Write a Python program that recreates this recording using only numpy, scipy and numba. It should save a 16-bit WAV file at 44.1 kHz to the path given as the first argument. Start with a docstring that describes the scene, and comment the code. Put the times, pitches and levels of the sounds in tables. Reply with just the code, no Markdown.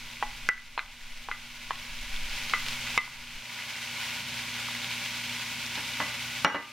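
"""From the start, minced meat sizzles in an oiled wok under a humming extractor hood. For three seconds
a wooden spoon knocks the last meat off a dish, while moving air rumbles on the microphone. Meat plops
down, the rumble dies away and the sizzle swells as the spoon presses the heap. Around six seconds the
dish is set on the counter, rings and rocks. After each hard knock an automatic volume control turns
everything down, so the sizzle dips and slowly comes back."""
import sys
import numpy as np
from scipy import signal
from scipy.fft import rfft, irfft, next_fast_len
from scipy.io import wavfile
from scipy.ndimage import map_coordinates
from numba import njit

SR = 44100
rng = np.random.default_rng(int(sys.argv[2]) if len(sys.argv) > 2 else 0)


def persist_wave(psi):
    """Save psi, clipped to +-1, as 16-bit WAV."""
    counts = np.round(np.clip(psi, -1, 1) * 32767).astype(np.int16)
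    wavfile.write(sys.argv[1], SR, np.atleast_2d(counts).T)


N = 296602

# How long the kitchen echoes: pitch_hz, decay_s (always the time to fade by 60 dB)
ROOM_DECAY = [(200, 0.37), (1500, 0.44), (8000, 0.27)]
# Tone of the air pushing on the microphone: pitch_hz, level_db
DRAUGHT_TONE = [(3, -13.5), (10, 7), (21, -3), (32, -12.5), (50, -19.5), (90, -28.5), (200, -74)]
# Gusts of that air: middle_s, length_s, level_db
GUSTS = [(0.74, 1.74, -36.5), (2.09, 0.76, -31.5), (3.29, 0.28, -38)]
# Tone of the air rushing through the hood: pitch_hz, level_db
HOOD_AIR_TONE = [(26, -33), (45, -17), (86, -15), (119, -6), (146, -3.5), (205, -6.5), (242, -2),
                 (270, -6.5), (327, -16.5), (365, -14.5), (400, -27), (520, -50), (880, -120)]
# Notes of the hood's motor: pitch_hz, level_db
MOTOR_NOTES = [(59.5, -62.5), (90, -64.5), (120, -54.5), (240, -54)]
# Tone of the frying hiss: pitch_hz, level_db
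HISS_TONE = [(190, -43), (330, -24), (364, -19), (407, -21), (590, -13.5), (717, -19), (943, -7.5),
             (1240, -11.5), (1460, -6), (1770, -7), (2220, 1), (6250, -13), (7960, -19.5), (12300, -23.5),
             (15700, -29)]
# Pitches that the wok's bowl boosts or weakens: pitch_hz, width_hz, boost_db
WOK_RESONANCES = [(592, 25, 5), (791, 30, 8.5), (967, 22, 4.5), (1324, 12, -12), (1462, 56, 6),
                  (1670, 25, 6), (1790, 670, -2.5), (1996, 33, 5.5), (2200, 43, 1)]
# How wide the sizzle sounds: pitch_hz, side_over_middle_db
SIZZLE_WIDTH = [(60, -12), (400, -9.5), (1300, -51), (2300, -49), (3200, -10.5), (4400, -7.5), (7500, -1),
                (15000, 0.5)]
# The frying flares as meat falls or is pressed onto hot metal: start_s, boost_db, hold_s
FLARES = [(2.287, 1.7, 0.035), (3.46, 2.5, 0.55)]
# Larger bursts of fat: start_s, level_db
SPITS = [(1.757, -20), (1.8507, -22), (2.497, -17), (2.664, -19), (2.685, -14), (2.874, -20), (4.845, -19),
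         (5.755, -18.5)]
# Spoon hits on the dish, and last a soft plop of meat falling: start_s, strength_db, knock_hz, clack_hz,
# clack_db, crack_db, tick_db, lower_rim_db, upper_rim_db, body_db, place (0 to 1 along the rim).
# Each part's level adds to strength_db.
TAPS_AND_PLOP = [(0.2259, -4.5, 980, 2850, -13, -15, -30, -20, -42, -24, 0.0055),
                 (0.489, 11, 1564, 2900, -18, -27, -32, -14.5, -30.5, -29, 0.31),
                 (0.578, -22, 1900, 2300, -12, -20, -34, -8, -18, -25, .5),
                 (0.7773, -1, 966, 2550, 0, -13, -32, -34, -27, -19.5, 0.99),
                 (0.7924, 0, 1440, 2320, 2.5, -7.5, -26, -38, -33, -30, .9),
                 (1.2867, -11, 990, 2500, -14, -13, -33, -25, -32, -20, 0.096),
                 (1.314, -4.5, 1450, 2380, -8, -20, -32, -19, -21, -17, 0.78),
                 (1.7073, -5.5, 1050, 2670, -11, -10, -36, -30, -30, -25, 0.54),
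                 (2.5364, -5, 1310, 2200, -5, -15, -36, -17, -21.5, -14.5, 0.78),
                 (2.9768, -3, 1080, 2280, 6.5, -9, -23, -14, -11, -8.5, 0.69),
                 (3.077, -24, 1000, 2300, -20, -25, -40, -34, -34, -30, .5)]
# Notes of the spoon's dull knock and of its higher clack: pitch_ratio, level_db
KNOCK_NOTES = [(0.998, 2.5), (1.68, -8.5)]
CLACK_NOTES = [(1.001, -1), (1.32, -21.5), (1.65, -6)]
# Two close notes of the dish's bending rim: lower_hz, upper_hz, first_decay_s, after_decay_s
RIM_NOTES = (1980, 2051, 0.092, 0.29)
# Notes of the dish in the hand: pitch_hz, level_db (hit at mid rim), decay_s, change_db (place 0 to 1)
HELD_DISH_NOTES = [(507, -8, 0.024, -17), (838, -31.5, 0.12, -84), (1208, -11.5, 0.13, 20.5),
                   (2390, -7, 0.036, 0), (2680, -7, 0.052, -6), (3010, -7.5, 0.035, -1),
                   (3520, -13, 0.024, 25), (4120, -37, 0.037, 82)]
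# The dish meets the counter: start_s, thud_db, ring_db, hardness_hz
LANDINGS = [(5.777, -26, -34, 1200), (6.002, -16, -7, 1870), (6.4469, 4, 3.5, 5530), (6.479, -9, -12, 1600),
            (6.546, -5, -11, 1910), (6.557, -14.5, -4.5, 3300)]
# Notes of the counter top and of the dish standing on it: pitch_hz, level_db, decay_s
COUNTER_NOTES = [(171, -12, 0.066), (217, -8, 0.11), (296, 0, 0.091), (388, -7.5, 0.055), (680, -8, 0.1),
                 (842, -4, 0.18), (937, -3, 0.23), (1077, 2.5, 0.11), (1200, -14, 0.75), (1319, -3, 0.2),
                 (1504, -10, 0.37), (1594, 1.5, 0.12)]
STANDING_DISH_NOTES = [(599, -12.5, 0.27), (1995, -1, 0.27), (2295, -1, 0.1), (2873, 4, 0.2),
                       (4130, -4, 0.08), (5700, -1.5, 0.063), (6417, -10, .07)]

TOP_HZ = 15850  # highest pitch let through


def amp(db):
    """Turn decibels into a number to multiply by."""
    return 10 ** (np.asarray(db) / 20)


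def unit(x):
    """Scale a sound to an average (rms) level of 1."""
    return x / np.sqrt(np.mean(x ** 2) + 1e-20)


def along(points, hz):
    """Read a value between the rows of a pitch table."""
    pitches, values = np.transpose(points)
    return np.interp(np.log(hz + 1), np.log(pitches + 1), values)


def wobble(rate):
    """A smooth random curve through `rate` points a second."""
    return map_coordinates(rng.standard_normal(int(N * rate / SR) + 4), [np.arange(N) * rate / SR])


def swell(start_s, attack_s, hold_s, release_s):
    """A curve that rises from 0 to 1, stays, and falls back."""
    t = np.arange(N) / SR - start_s
    return np.clip(np.minimum(t / attack_s, 1 - (t - attack_s - hold_s) / release_s), 0, 1)


def coloured(x, colour_db):
    """Make each pitch louder or softer by colour_db(hz)."""
    size = 2 * next_fast_len(N // 2 + 8192)
    gain = np.maximum(amp(colour_db(np.fft.rfftfreq(size, 1 / SR))), 1e-6)
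    cepstrum = irfft(np.log(gain), size)
    cepstrum[1:size // 2] *= 2  # folded so the filter rings only after a sound, never before
    cepstrum[size // 2 + 1:] = 0
    return irfft(rfft(x, size) * np.exp(rfft(cepstrum)), size)[..., :N]


def low_cut(x, hz):
    """Take out the bass, which small things cannot give off."""
    return signal.sosfilt(signal.butter(2, hz, "high", fs=SR, output="sos"), x)


def add(track, start_s, sound):
    """Mix a sound into the track at a given time."""
    rest = track[round(start_s * SR):][:len(sound)]
    rest += sound[:len(rest)]


def fade(t, decay_s):
    """Die away by 60 dB every decay_s."""
    return np.exp(-np.log(1000) * t / decay_s)


def ring(t, hz, decay_s):
    """One pure note that dies away."""
    return np.sin(2 * np.pi * hz * t) * fade(t, decay_s)


def crack(t, low_hz, top_hz, decay_s):
    """A brief burst of noise, as when two hard things meet."""
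    band = signal.butter(4, [low_hz, top_hz], "band", fs=SR, output="sos")
    return unit(signal.sosfilt(band, rng.standard_normal(len(t)))) * fade(t, decay_s)


def kitchen(x, echo_s, echo_db, tail_db, width_db):
    """One close echo comes off the wok, then the walls answer, a little differently left and right."""
    hz, t, noise = signal.stft(rng.standard_normal((2, SR // 3)), SR, nperseg=256)
    tail = signal.istft(noise * fade(t, along(ROOM_DECAY, hz)[:, None]), SR, nperseg=256)[1]
    echo = np.pad(x, (round(echo_s * SR), 0))[:N]
    mid, side = signal.fftconvolve(x[None], tail / np.linalg.norm(tail[0]), axes=1)[:, :N]
    walls = mid + amp(width_db) * np.array([side, -side])
    return x + amp(echo_db) * echo + amp(tail_db) * walls


def draught():
    """Slow air pushes on the microphone in low, rumbling gusts until the dish is taken away."""
    t = np.arange(N) / SR
    end_s, release_s, still_air_db = 3.34, 0.11, -80
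    steady = amp(-42.5) * np.clip(1 - (t - end_s) / release_s, 0, 1)
    gusts = sum(amp(db) * np.cos(np.pi * np.clip((t - middle_s) / length_s, -.5, .5))
                for middle_s, length_s, db in GUSTS)
    rumble = unit(coloured(rng.standard_normal(N), lambda hz: along(DRAUGHT_TONE, hz)))
    return (amp(still_air_db) + steady + gusts) * rumble


def hood():
    """The extractor's motor hums, wavering a little, over its rush of air."""
    t = np.arange(N) / SR
    hum = sum(amp(db + 0.9 * wobble(1.7)) * np.sqrt(2) * np.sin(2 * np.pi * hz * t + 0.3 * wobble(4.5))
              for hz, db in MOTOR_NOTES)
    air = unit(coloured(rng.standard_normal(N), lambda hz: along(HOOD_AIR_TONE, hz)))
    return hum + amp(-54.5) * air


def wok_db(hz):
    """The bowl of the wok boosts some pitches and weakens others."""
    return sum(db / (1 + (2 * (hz - centre) / width) ** 2) for centre, width, db in WOK_RESONANCES)


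def bubbles(per_s, hz, scatter, cycles, spread_db):
    """Steam bubbles burst at random: tiny pings, each with its own pitch and size."""
    shape = (int(per_s * N / SR), 1)
    starts = rng.integers(0, N, shape)
    pitch_hz = np.clip(hz * np.exp(scatter * rng.standard_normal(shape)), 600, TOP_HZ)
    level_db = spread_db * np.minimum(rng.standard_normal(shape), 2.6)
    samples = np.arange(96)
    pings = amp(level_db) * ring(samples / SR, pitch_hz, cycles / pitch_hz) * rng.choice([-1, 1], shape)
    return np.bincount((starts + samples).ravel(), pings.ravel(), minlength=N)[:N]


def spread(pair):
    """Share two unrelated sounds between left and right, widest in the treble."""
    mid, side = pair[0], coloured(pair[1], lambda hz: along(SIZZLE_WIDTH, hz))
    return np.array([mid + side, mid - side])


def sizzle():
    """Countless tiny bursts merge into a hiss; fewer, larger ones crackle on top."""
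    bursts = rng.standard_normal((2, N)) * amp(3.47 * rng.standard_normal((2, N)))
    hiss = unit(coloured(bursts, lambda hz: along(HISS_TONE, hz) + wok_db(hz)))
    crackle = np.array([bubbles(800, hz=2870, scatter=0.32, cycles=19, spread_db=10.5) for _ in range(2)])
    crackle = unit(coloured(low_cut(crackle, 1170), wok_db))
    fizz = np.array([bubbles(440, hz=8450, scatter=0.8, cycles=14, spread_db=3.5) for _ in range(2)])
    fizz = unit(low_cut(fizz, 3400))
    frying = amp(-36) * hiss + amp(-47) * crackle + amp(-58.5) * fizz
    flare_db = sum(db * swell(start_s, attack_s=0.06, hold_s=hold_s, release_s=0.18)
                   for start_s, db, hold_s in FLARES)
    drift_db, flutter_db = 0.3 * wobble(3), 0.66 * wobble(40)
    return spread(frying * amp(flare_db + drift_db + flutter_db))


def spits():
    """Drops of water explode in the fat, each with a pop and a short spray."""
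    track, t = np.zeros(N), np.arange(SR // 20) / SR
    for start_s, db in SPITS:
        pop = 1.5 * ring(t, hz=3000 * np.exp(0.055 * rng.standard_normal()), decay_s=0.002)
        spray = 0.18 * crack(t, low_hz=450, top_hz=4500, decay_s=0.035)
        add(track, start_s, amp(db) * (pop + spray))
    return low_cut(track, 970)


def wood(t, notes, hz, cycles):
    """The wooden spoon's notes die after only a few vibrations."""
    return sum((-1) ** k * amp(db) * ring(t, ratio * hz, cycles / (ratio * hz))
               for k, (ratio, db) in enumerate(notes))


def taps_and_plop():
    """The spoon knocks and the dish rings by where it is hit; the meat's plop is a faint such knock."""
    track, t = np.zeros(N), np.arange(SR // 2) / SR
    lower_hz, upper_hz, first_decay_s, after_decay_s = RIM_NOTES
    rim_fade = fade(t, first_decay_s) + amp(-9.5) * fade(t, after_decay_s)  # quick drop, then a thin ring
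    lower_note, upper_note = np.sin(2 * np.pi * lower_hz * t), np.sin(2 * np.pi * upper_hz * t)
    onset = 1 - np.exp(-t / 0.00044)
    for (start_s, strength_db, knock_hz, clack_hz, clack_db, crack_db, tick_db,
         lower_db, upper_db, body_db, place) in TAPS_AND_PLOP:
        knock = wood(t, KNOCK_NOTES, knock_hz, cycles=10.53)
        clack = amp(clack_db) * wood(t, CLACK_NOTES, clack_hz, cycles=16)
        contact = amp(crack_db) * crack(t, low_hz=1300, top_hz=3400, decay_s=0.013)
        tick = amp(tick_db) * crack(t, low_hz=450, top_hz=12900, decay_s=0.001)
        rim = rim_fade * (amp(lower_db) * lower_note + amp(upper_db) * upper_note)
        body = sum(amp(body_db + db + change_db * (place - 0.5)) * ring(t, hz, decay_s)
                   for hz, db, decay_s, change_db in HELD_DISH_NOTES)
        add(track, start_s, amp(strength_db) * (knock - clack + contact + tick + rim + body) * onset)
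    return low_cut(track, 210)


def struck(t, notes, hardness_hz):
    """A struck thing rings; a soft hit leaves the notes above hardness_hz quiet."""
    return sum((-1) ** k * amp(db + rng.normal(0, 1)) * ring(t, hz, decay_s)
               / np.hypot(1, (hz / hardness_hz) ** 4) for k, (hz, db, decay_s) in enumerate(notes))


def dish_set_down():
    """The dish lands on the counter with a thud, rings, and rocks back lightly."""
    track, t = np.zeros(N), np.arange(SR // 2) / SR
    for start_s, thud_db, ring_db, hardness_hz in LANDINGS:
        counter = amp(thud_db) * struck(t, COUNTER_NOTES, hardness_hz)
        dish = amp(ring_db) * struck(t, STANDING_DISH_NOTES, hardness_hz)
        thud = ring(t, hz=1190, decay_s=0.0064) + 0.22 * crack(t, low_hz=162, top_hz=2140, decay_s=0.097)
        edge_db = -11.5 + 1.35 * thud_db  # with harder landings the crack grows faster than the thud
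        edge = amp(edge_db) * crack(t, low_hz=700, top_hz=3060, decay_s=0.032)
        add(track, start_s, amp(-19) * (counter + dish) + amp(thud_db) * thud + edge)
    return low_cut(track, 72)


@njit
def duck_and_recover(needed_db, gain_db, hold_samples, step_db):
    """The volume falls at once to what is needed, waits, then climbs back towards 0 dB."""
    gains_db, wait = np.empty(len(needed_db)), 2 * hold_samples
    for i in range(len(needed_db)):
        wait -= 1
        if needed_db[i] < gain_db:
            gain_db, wait = needed_db[i], hold_samples
        elif wait < 0:
            gain_db = min(gain_db + step_db, 0.)
        gains_db[i] = gain_db
    return gains_db


def volume_control(x, limit_db, start_db, attack_s, hold_s, recovery_db_per_s):
    """Turn the sound down whenever its short-term level passes the limit."""
    smoothing = np.exp(-1 / (attack_s * SR))
    power = signal.lfilter([1 - smoothing], [1, -smoothing], np.mean(x ** 2, axis=0))
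    needed_db = limit_db - 10 * np.log10(power + 1e-12)
    return x * amp(duck_and_recover(needed_db, start_db, hold_s * SR, recovery_db_per_s / SR))


def scene():
    """Mix air, hood, frying and knocks; the counter is farther off than the wok."""
    near = kitchen(taps_and_plop() + spits(), echo_s=0.0063, echo_db=-10, tail_db=-14.5, width_db=-17)
    far = kitchen(dish_set_down(), echo_s=0.011, echo_db=-16, tail_db=-7, width_db=-9)
    return sizzle() + hood() + draught() + near + far


def record(dry):
    """Control the volume, round off the peaks that slip through, and cut the highest treble."""
    held = volume_control(dry, limit_db=-17.5, start_db=-7.7, attack_s=0.003, hold_s=0.2,
                          recovery_db_per_s=7.6)
    ceiling = 0.305
    rounded = held / (1 + (held / ceiling) ** 8) ** (1 / 8)
    size = next_fast_len(N + SR // 2)
    below_top = np.fft.rfftfreq(size, 1 / SR) < TOP_HZ
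    return irfft(rfft(rounded, size) * below_top, size)[:, :N]


dry = scene()
out = record(dry)
persist_wave(out)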